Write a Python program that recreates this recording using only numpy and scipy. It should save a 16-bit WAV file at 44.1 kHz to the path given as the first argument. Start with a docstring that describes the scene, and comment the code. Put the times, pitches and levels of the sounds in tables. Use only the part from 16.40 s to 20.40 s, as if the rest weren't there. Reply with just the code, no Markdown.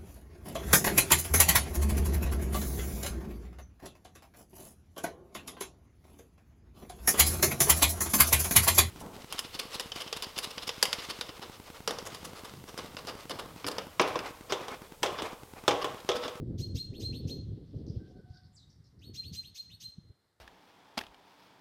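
"""A squirrel in a tree scolds in two bursts of bird-like chirps, and the garden echoes them.
Each chirp slides up in pitch: harsh ones rasp into a whistle, with soft squeaks between them.
In the pause come faint scratches, a small bird's falling chip and far hoots.
Light wind rumbles and bumps on the microphone, over a faint rustle and quiet outdoor air."""
import sys
import numpy as np
from scipy import signal
from scipy.fft import rfft, irfft, next_fast_len
from scipy.io import wavfile
from scipy.ndimage import map_coordinates

SR = 44100
rng = np.random.default_rng(int(sys.argv[2]) if len(sys.argv) > 2 else 0)


def wav_out(sig):
    """Save sig, one row per channel (or a flat mono array), as 16-bit PCM at SR to the path in sys.argv[1]."""
    wavfile.write(sys.argv[1], SR, np.round(np.clip(np.atleast_2d(sig).T, -1, 1) * 32767).astype(np.int16))


N = 176400
TOP_HZ = 15500  # the highest sound kept
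CHIRP_TIME = np.arange(SR // 8) / SR  # seconds since a chirp began

# Tone colour of the air hissing through a chirp: pitch_hz, level_db
BREATH_COLOUR = [(3000, -40), (6000, -7.5), (9000, -12), (13000, 24.5), (15500, 3.5)]


def amp(db):
    """Turn decibels into a number to multiply by."""
    return 10 ** (np.asarray(db) / 20)


def unit(x):
    """Scale a sound to an average strength (rms) of 1."""
    return x / np.sqrt(np.mean(x ** 2) + 1e-20)


def along(points, hz):
    """Read a table of (pitch, value) rows at any pitch."""
    pitches, values = np.transpose(points)
    return np.interp(np.log(hz + 1), np.log(pitches + 1), values)


def curves(rows, t):
    """Read each column after the time column at times t."""
    times, *columns = np.transpose(rows)
    return [np.interp(t, times, column) for column in columns]


def wobble(rate, size=N):
    """A smooth curve through `rate` random values a second."""
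    return map_coordinates(rng.standard_normal(2000), [np.arange(size) * rate / SR], mode="wrap")


def filtered(x, response):
    """Turn each frequency up or down by response(hz)."""
    size = next_fast_len(len(x) + 8192)
    return irfft(rfft(x, size) * response(np.fft.rfftfreq(size, 1 / SR)), size)[:len(x)]


def noise(colour, size=N):
    """Noise of strength 1 with the given tone colour."""
    return unit(filtered(rng.standard_normal(size), lambda hz: amp(along(colour, hz))))


def gate(t, rise_s, end_s, fall_s):
    """Fade in, hold, and fade out by end_s."""
    return np.sin(np.pi / 2 * np.clip(t / rise_s, 0, 1) * np.clip((end_s - t) / fall_s, 0, 1)) ** 2


def tone(hz):
    """A pure tone of strength 1 that follows a pitch curve."""
    return np.sqrt(2) * np.sin(2 * np.pi * np.cumsum(hz) / SR)


def add(out, start_s, x):
    """Mix x into out from start_s on."""
    part = out[max(round(start_s * SR), 0):][:len(x)]
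    part += x[:len(part)]


def echoed(x, tail_db=-3.5, scatter_db=-7):
    """Add quick scatter from branches, the garden's tail and a far echo. Defaults suit far sounds."""
    # Time the garden's tail takes to fade by 60 dB: pitch_hz, fade_s
    fade_times = [(700, 0.9), (2000, 0.4), (3200, 0.48), (4200, 0.41), (6200, 0.49), (8400, 0.42),
                  (13000, 0.14)]
    # Tone colour of the far echo: pitch_hz, level_db
    far_colour = [(1500, -17), (3400, 10), (4300, -3), (5500, -13), (8000, -32), (13000, -36)]
    hz, t, bands = signal.stft(rng.standard_normal(SR), SR, nperseg=256)
    bands *= amp(-60 * t / along(fade_times, hz)[:, None])
    tail = signal.istft(bands, SR, nperseg=256)[1][:SR]
    t = np.arange(SR) / SR
    scatter_s, far_s = 0.1, 1.2
    scatter = rng.standard_normal(SR) * amp(-60 * t / scatter_s) * (t > 0.005)
    far = filtered(rng.standard_normal(SR), lambda hz: amp(along(far_colour, hz)))
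    far_fade = amp(-60 * t / far_s)
    echo = amp(tail_db) * tail / np.linalg.norm(tail)
    echo += amp(scatter_db) * scatter / np.linalg.norm(scatter)
    echo += amp(-19.5) * far * far_fade / np.linalg.norm(far_fade)
    echo[0] += 1  # the sound that arrives directly
    return signal.fftconvolve(x, echo)


def outdoor_air():
    """A steady, very quiet hush."""
    # Tone colour of the air: pitch_hz, level_db
    colour = [(120, -9), (400, 2), (700, -3), (1200, -5), (2080, -6.5), (2500, -16.5), (3300, -17.5),
              (4200, -10), (6000, -19), (8300, -17), (15300, -23.5)]
    return amp(-78.5) * noise(colour)


def rustle():
    """A faint, flickering rustle, perhaps leaves."""
    # Loudness of the rustle: time_s, level_db
    loudness = [(0, -84), (.9, -71), (1.2, -78), (1.6, -77), (1.85, -86), (2.3, -86), (2.6, -91), (4, -91)]
    # Tone colour of the rustle: pitch_hz, level_db
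    colour = [(1500, -25), (2600, -8), (3400, 1.5), (4400, 0), (5400, -6), (7000, -23), (12000, -30)]
    level_db, = curves(loudness, np.arange(N) / SR)
    return amp(level_db + 2.6 * wobble(24.7)) * noise(colour)


def wind():
    """Wind on the microphone makes an uneven rumble, a flutter and single bumps."""
    # Strength of the wind: time_s, rumble_db, flutter_db
    gusts = [(0, -37.5, -45.5), (.32, -41, -47.5), (.43, -45.5, -60), (.55, -48.5, -49), (.72, -37, -47),
             (.9, -43, -46), (1.07, -43.5, -59), (1.14, -39.5, -48.5), (1.29, -52.5, -59), (1.41, -44, -45),
             (1.57, -42.5, -49), (1.62, -50, -55), (1.79, -51, -53), (1.84, -59.5, -65.5), (2.1, -59, -89),
             (2.48, -64, -79), (2.7, -51, -61.5), (2.8, -53.5, -67), (2.93, -47, -62.5), (2.99, -63, -81),
             (3.11, -56.5, -73.5), (3.18, -75, -99), (3.29, -54, -98), (3.41, -70, -96), (3.49, -56, -107),
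             (3.53, -80, -79.5), (3.61, -56.5, -75), (3.72, -69, -70), (3.75, -82, -79.5), (4, -79.5, -121)]
    # Tone colour of the deep rumble: pitch_hz, level_db
    rumble_colour = [(20, -25.5), (45, -12.5), (70, -0.5), (105, 3), (160, -4.5), (250, -14), (400, -28),
                     (800, -81), (3000, -110)]
    # Tone colour of the higher flutter: pitch_hz, level_db
    flutter_colour = [(100, -7.5), (220, 3), (330, 3), (460, -4.5), (620, -18), (850, -31.5), (1400, -46.5),
                      (4000, -79.5)]
    # Puffs that bump the microphone: middle_s, pitch_hz, level_db
    bumps = [(.354, 99.5, -26), (.506, 119, -33), (0.858, 123, -24), (1.125, 115, -46.5), (1.368, 108, -30),
             (1.504, 140.3, -31), (1.573, 103.4, -26.5), (1.91, 97, -38.5), (2.407, 118, -46),
             (2.698, 296, -42), (2.919, 162, -36.5), (3.587, 160, -38.5), (3.589, 80, -53),
             (3.706, 95, -44.5)]
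    t = np.arange(N) / SR
    rumble_db, flutter_db = curves(gusts, t)
    lumps_db = 2.2 * wobble(24)
    out = amp(rumble_db + lumps_db) * noise(rumble_colour)
    out += amp(flutter_db + lumps_db + 3 * wobble(60)) * noise(flutter_colour)
    for middle_s, hz, db in bumps:
        cycles = (t - middle_s) * hz
        out += amp(db) * np.sin(2 * np.pi * cycles) / (1 + (cycles / 0.6) ** 4)  # about one swing
    return out


def far_hoots():
    """Faint hoots, each a slightly shaky tone."""
    # The hoots: start_s, length_s, pitch_hz, level_db
    hoots = [(1.575, 0.12, 1537, -76), (1.737, 0.12, 1519, -73.5), (1.921, 0.09, 1512, -72),
             (1.564, 0.096, 750, -75.5), (1.677, 0.13, 732, -75.5), (1.839, 0.13, 731.4, -71.5)]
    out, t = np.zeros(N), np.arange(SR // 4) / SR
    for start_s, length_s, hz, db in hoots:
        pitch = hz * (1 + 0.025 * wobble(200, len(t)))
        add(out, start_s, echoed(amp(db) * tone(pitch) * gate(t, 0.03, length_s, 0.03)))
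    return out


def small_bird():
    """One falling chip, sung with two voices at once."""
    # Path of the lower voice: time_s, pitch_hz, level_db
    path = [(2.128, 6960, -79), (2.14, 7510, -79), (2.157, 7890, -65.5), (2.168, 5015, -64),
            (2.191, 4056, -62.5), (2.205, 3744, -74), (2.232, 3870, -68.5), (2.251, 3800, -82)]
    out, t = np.zeros(N), np.arange(SR // 4) / SR
    start_s, end_s = path[0][0], path[-1][0]
    pitch, db = curves(path, start_s + t)
    pitch *= 1 + 0.036 * wobble(1300, len(t))
    chip = amp(db) * (tone(pitch) + amp(-12) * tone(1.22 * pitch))
    add(out, start_s, echoed(chip * gate(t, 0.004, end_s - start_s, 0.008)))
    return out


def scratches():
    """Each scratch, perhaps a claw on bark, is a clump of tiny ringing ticks."""
    # The scratches: start_s, length_s, pitch_hz, level_db
    strokes = [(1.263, 0.048, 4950, -82), (1.343, 0.053, 4670, -77), (1.464, 0.0057, 4900, -65),
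               (1.48, 0.022, 4860, -63), (1.552, 0.048, 4890, -78), (1.677, 0.052, 5140, -79.5),
               (1.762, 0.043, 4700, -81), (1.883, 0.039, 4860, -76), (1.932, .05, 4680, -67.5),
               (2.031, 0.039, 4800, -73), (2.293, 0.048, 5220, -72), (2.439, 0.049, 5180, -74.5),
               (2.589, .012, 5100, -72.5)]
    ticks_per_s, pitch_spread, ring_cycles = 1500, 0.11, 5
    out, t = np.zeros(N), np.arange(SR // 100) / SR
    for start_s, length_s, hz, db in strokes:
        clump = np.zeros(SR // 8)
        for k, (place, height, size) in enumerate(rng.random((80, 3))):
            if k < ticks_per_s * length_s:
                pitch_shift = np.log((height + 0.0012) / (1 - height + 0.0011)) / 2
                cycles = hz * np.exp(pitch_spread * pitch_shift) * t
                fade = np.exp(-cycles / ring_cycles) * (1 - np.exp(-cycles / 2))
                strength = amp(-3 * np.log(1 - size))  # a few ticks stand out
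                add(clump, place * length_s, strength * np.sin(2 * np.pi * cycles) * fade)
        add(out, start_s, echoed(amp(db) * unit(clump) * np.sqrt(length_s * SR / len(clump))))
    return out


def rising_pitch(top_hz, climb):
    """A chirp's pitch climbs unsteadily, then settles on a slightly wavering top note."""
    share, = curves(climb, CHIRP_TIME)
    shake = (0.00081 + 0.038 * np.minimum(5 * (1 - share), 1)) * wobble(1100, len(share))
    waver = 0.007 * wobble(170, len(share))
    return top_hz * share * (1 + shake + waver)


def whistle(pitch):
    """The squirrel's lowest tone; its throat mutes the low start of the climb."""
    # What the throat lets through: pitch_hz, level_db
    throat = [(1500, -18), (2350, -12), (2700, 0)]
    return amp(along(throat, pitch)) * tone(pitch)


def overtones(pitch, top_hz, levels_db):
    """Tones at whole multiples of the pitch, swelling as it nears the top note."""
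    return sum(amp(db) * tone(k * pitch) for k, db in enumerate(levels_db, 2)) * (pitch / top_hz) ** 6


def rasp(pitch):
    """The climbing voice is rough and breathy; its overtones slide through the throat's resonances."""
    # How strongly the throat rings: pitch_hz, level_db
    throat = [(1200, -33), (1900, -20), (2900, -9.5), (4000, -5), (4700, -3.5), (5500, -6.5), (6450, -2.5),
              (7100, -17.5), (8300, -19), (9200, -22), (12600, -18.5), (15300, -20)]
    t = CHIRP_TIME
    build_up = np.minimum(t / 0.033, 1) ** 2  # the high overtones come in last
    voice = np.zeros(len(t))
    for k in range(2, 10):
        hz = k * pitch
        level_db = along(throat, hz) - wobble(700, len(t))
        voice += amp(level_db) * tone(hz) * (hz < TOP_HZ) * (build_up if k > 3 else 1)
    voice += amp(-3) * noise(throat, len(t))
    breath = amp(-11.5) * noise(BREATH_COLOUR, len(t)) * gate(t, 0.061, 0.16, 0.21)
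    return voice * gate(t, 0.024, 0.063, 0.028) + breath


def soft_chirps():
    """The squirrel's thin rising squeaks, with a little rasp and breath."""
    # The squeaks: start_s, top_pitch_hz, length_s, level_db
    chirps = [(0.519, 4315, 0.084, -56), (0.71, 4370, 0.074, -51), (.792, 4250, 0.056, -76),
              (2.599, 4350, 0.09, -58), (2.814, 4380, 0.077, -53), (3.015, 4300, 0.073, -54),
              (3.282, 4326, 0.071, -55.5)]
    # Rise in pitch within a squeak: time_s, share_of_top_pitch
    climb = [(0, .38), (.013, .47), (.025, .64), (.038, .83), (.048, .95), (.057, 1)]
    # Change in the voice's loudness within a squeak: time_s, change_db
    swell = [(0, -13.5), (.021, -4), (.025, -6), (.042, -1), (.058, -4.5), (.07, -0.5)]
    out, t = np.zeros(N), CHIRP_TIME
    swell_db, = curves(swell, t)
    for start_s, top_hz, length_s, db in chirps:
        pitch = rising_pitch(top_hz, climb)
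        voice = amp(swell_db) * (whistle(pitch) + overtones(pitch, top_hz, levels_db=[-17.5, -15]))
        breath = amp(-26) * noise(BREATH_COLOUR, len(t)) * gate(t, 0.036, 0.14, 0.037)
        chirp = (voice + amp(-15) * rasp(pitch) + breath) * gate(t, 0.006, length_s + 0.01, 0.02)
        add(out, start_s, echoed(amp(db) * chirp, tail_db=-7, scatter_db=-2))
    return out


def harsh_chirps():
    """The squirrel's loud chirps start as a rasp and climb into a clear whistle."""
    # The chirps: start_s, top_pitch_hz, length_s, whistle_db, rasp_db
    chirps = [(0.173, 4220, 0.08, -38, -50.5), (0.341, 4190, 0.083, -31, -47.5),
              (0.589, 4152, 0.093, -33.5, -49.5), (0.864, 4251, 0.067, -32, -51.5),
              (2.73, 4198, 0.079, -34, -51.5), (2.919, 4133, 0.084, -35.5, -47.5),
              (3.138, 4206, 0.069, -35, -50.5), (3.393, 4161, 0.077, -36.5, -51)]
    # Rise in pitch within a chirp: time_s, share_of_top_pitch
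    climb = [(0, .37), (.012, .46), (.025, .64), (.036, .84), (.045, .98), (.052, 1)]
    # Change in the whistle's loudness within a chirp: time_s, change_db
    swell = [(0, -47.5), (.021, -26.5), (.025, -26.5), (.043, -15.5), (.058, -10.5), (.07, -3)]
    out, t = np.zeros(N), CHIRP_TIME
    swell_db, = curves(swell, t)
    for start_s, top_hz, length_s, whistle_db, rasp_db in chirps:
        pitch = rising_pitch(top_hz, climb)
        clear = amp(whistle_db + swell_db) * whistle(pitch) * gate(t, 0.006, length_s + 0.01, 0.02)
        upper = overtones(pitch, top_hz, levels_db=[-14, -27]) * gate(t, 0.05, length_s, 0.022)
        rough = amp(rasp_db) * (upper + rasp(pitch))
        add(out, start_s, echoed(clear + rough, tail_db=-7, scatter_db=-10))
    return out


def scene():
    """The squirrel and the garden around it, mixed into one channel."""
    mix = rustle() + harsh_chirps() + soft_chirps() + scratches() + small_bird() + far_hoots()
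    return (mix + wind() + outdoor_air())[None]


def record(dry):
    """Cut away everything above TOP_HZ."""
    return np.array([filtered(x, lambda hz: hz < TOP_HZ) for x in dry])


dry = scene()
out = record(dry)
wav_out(out)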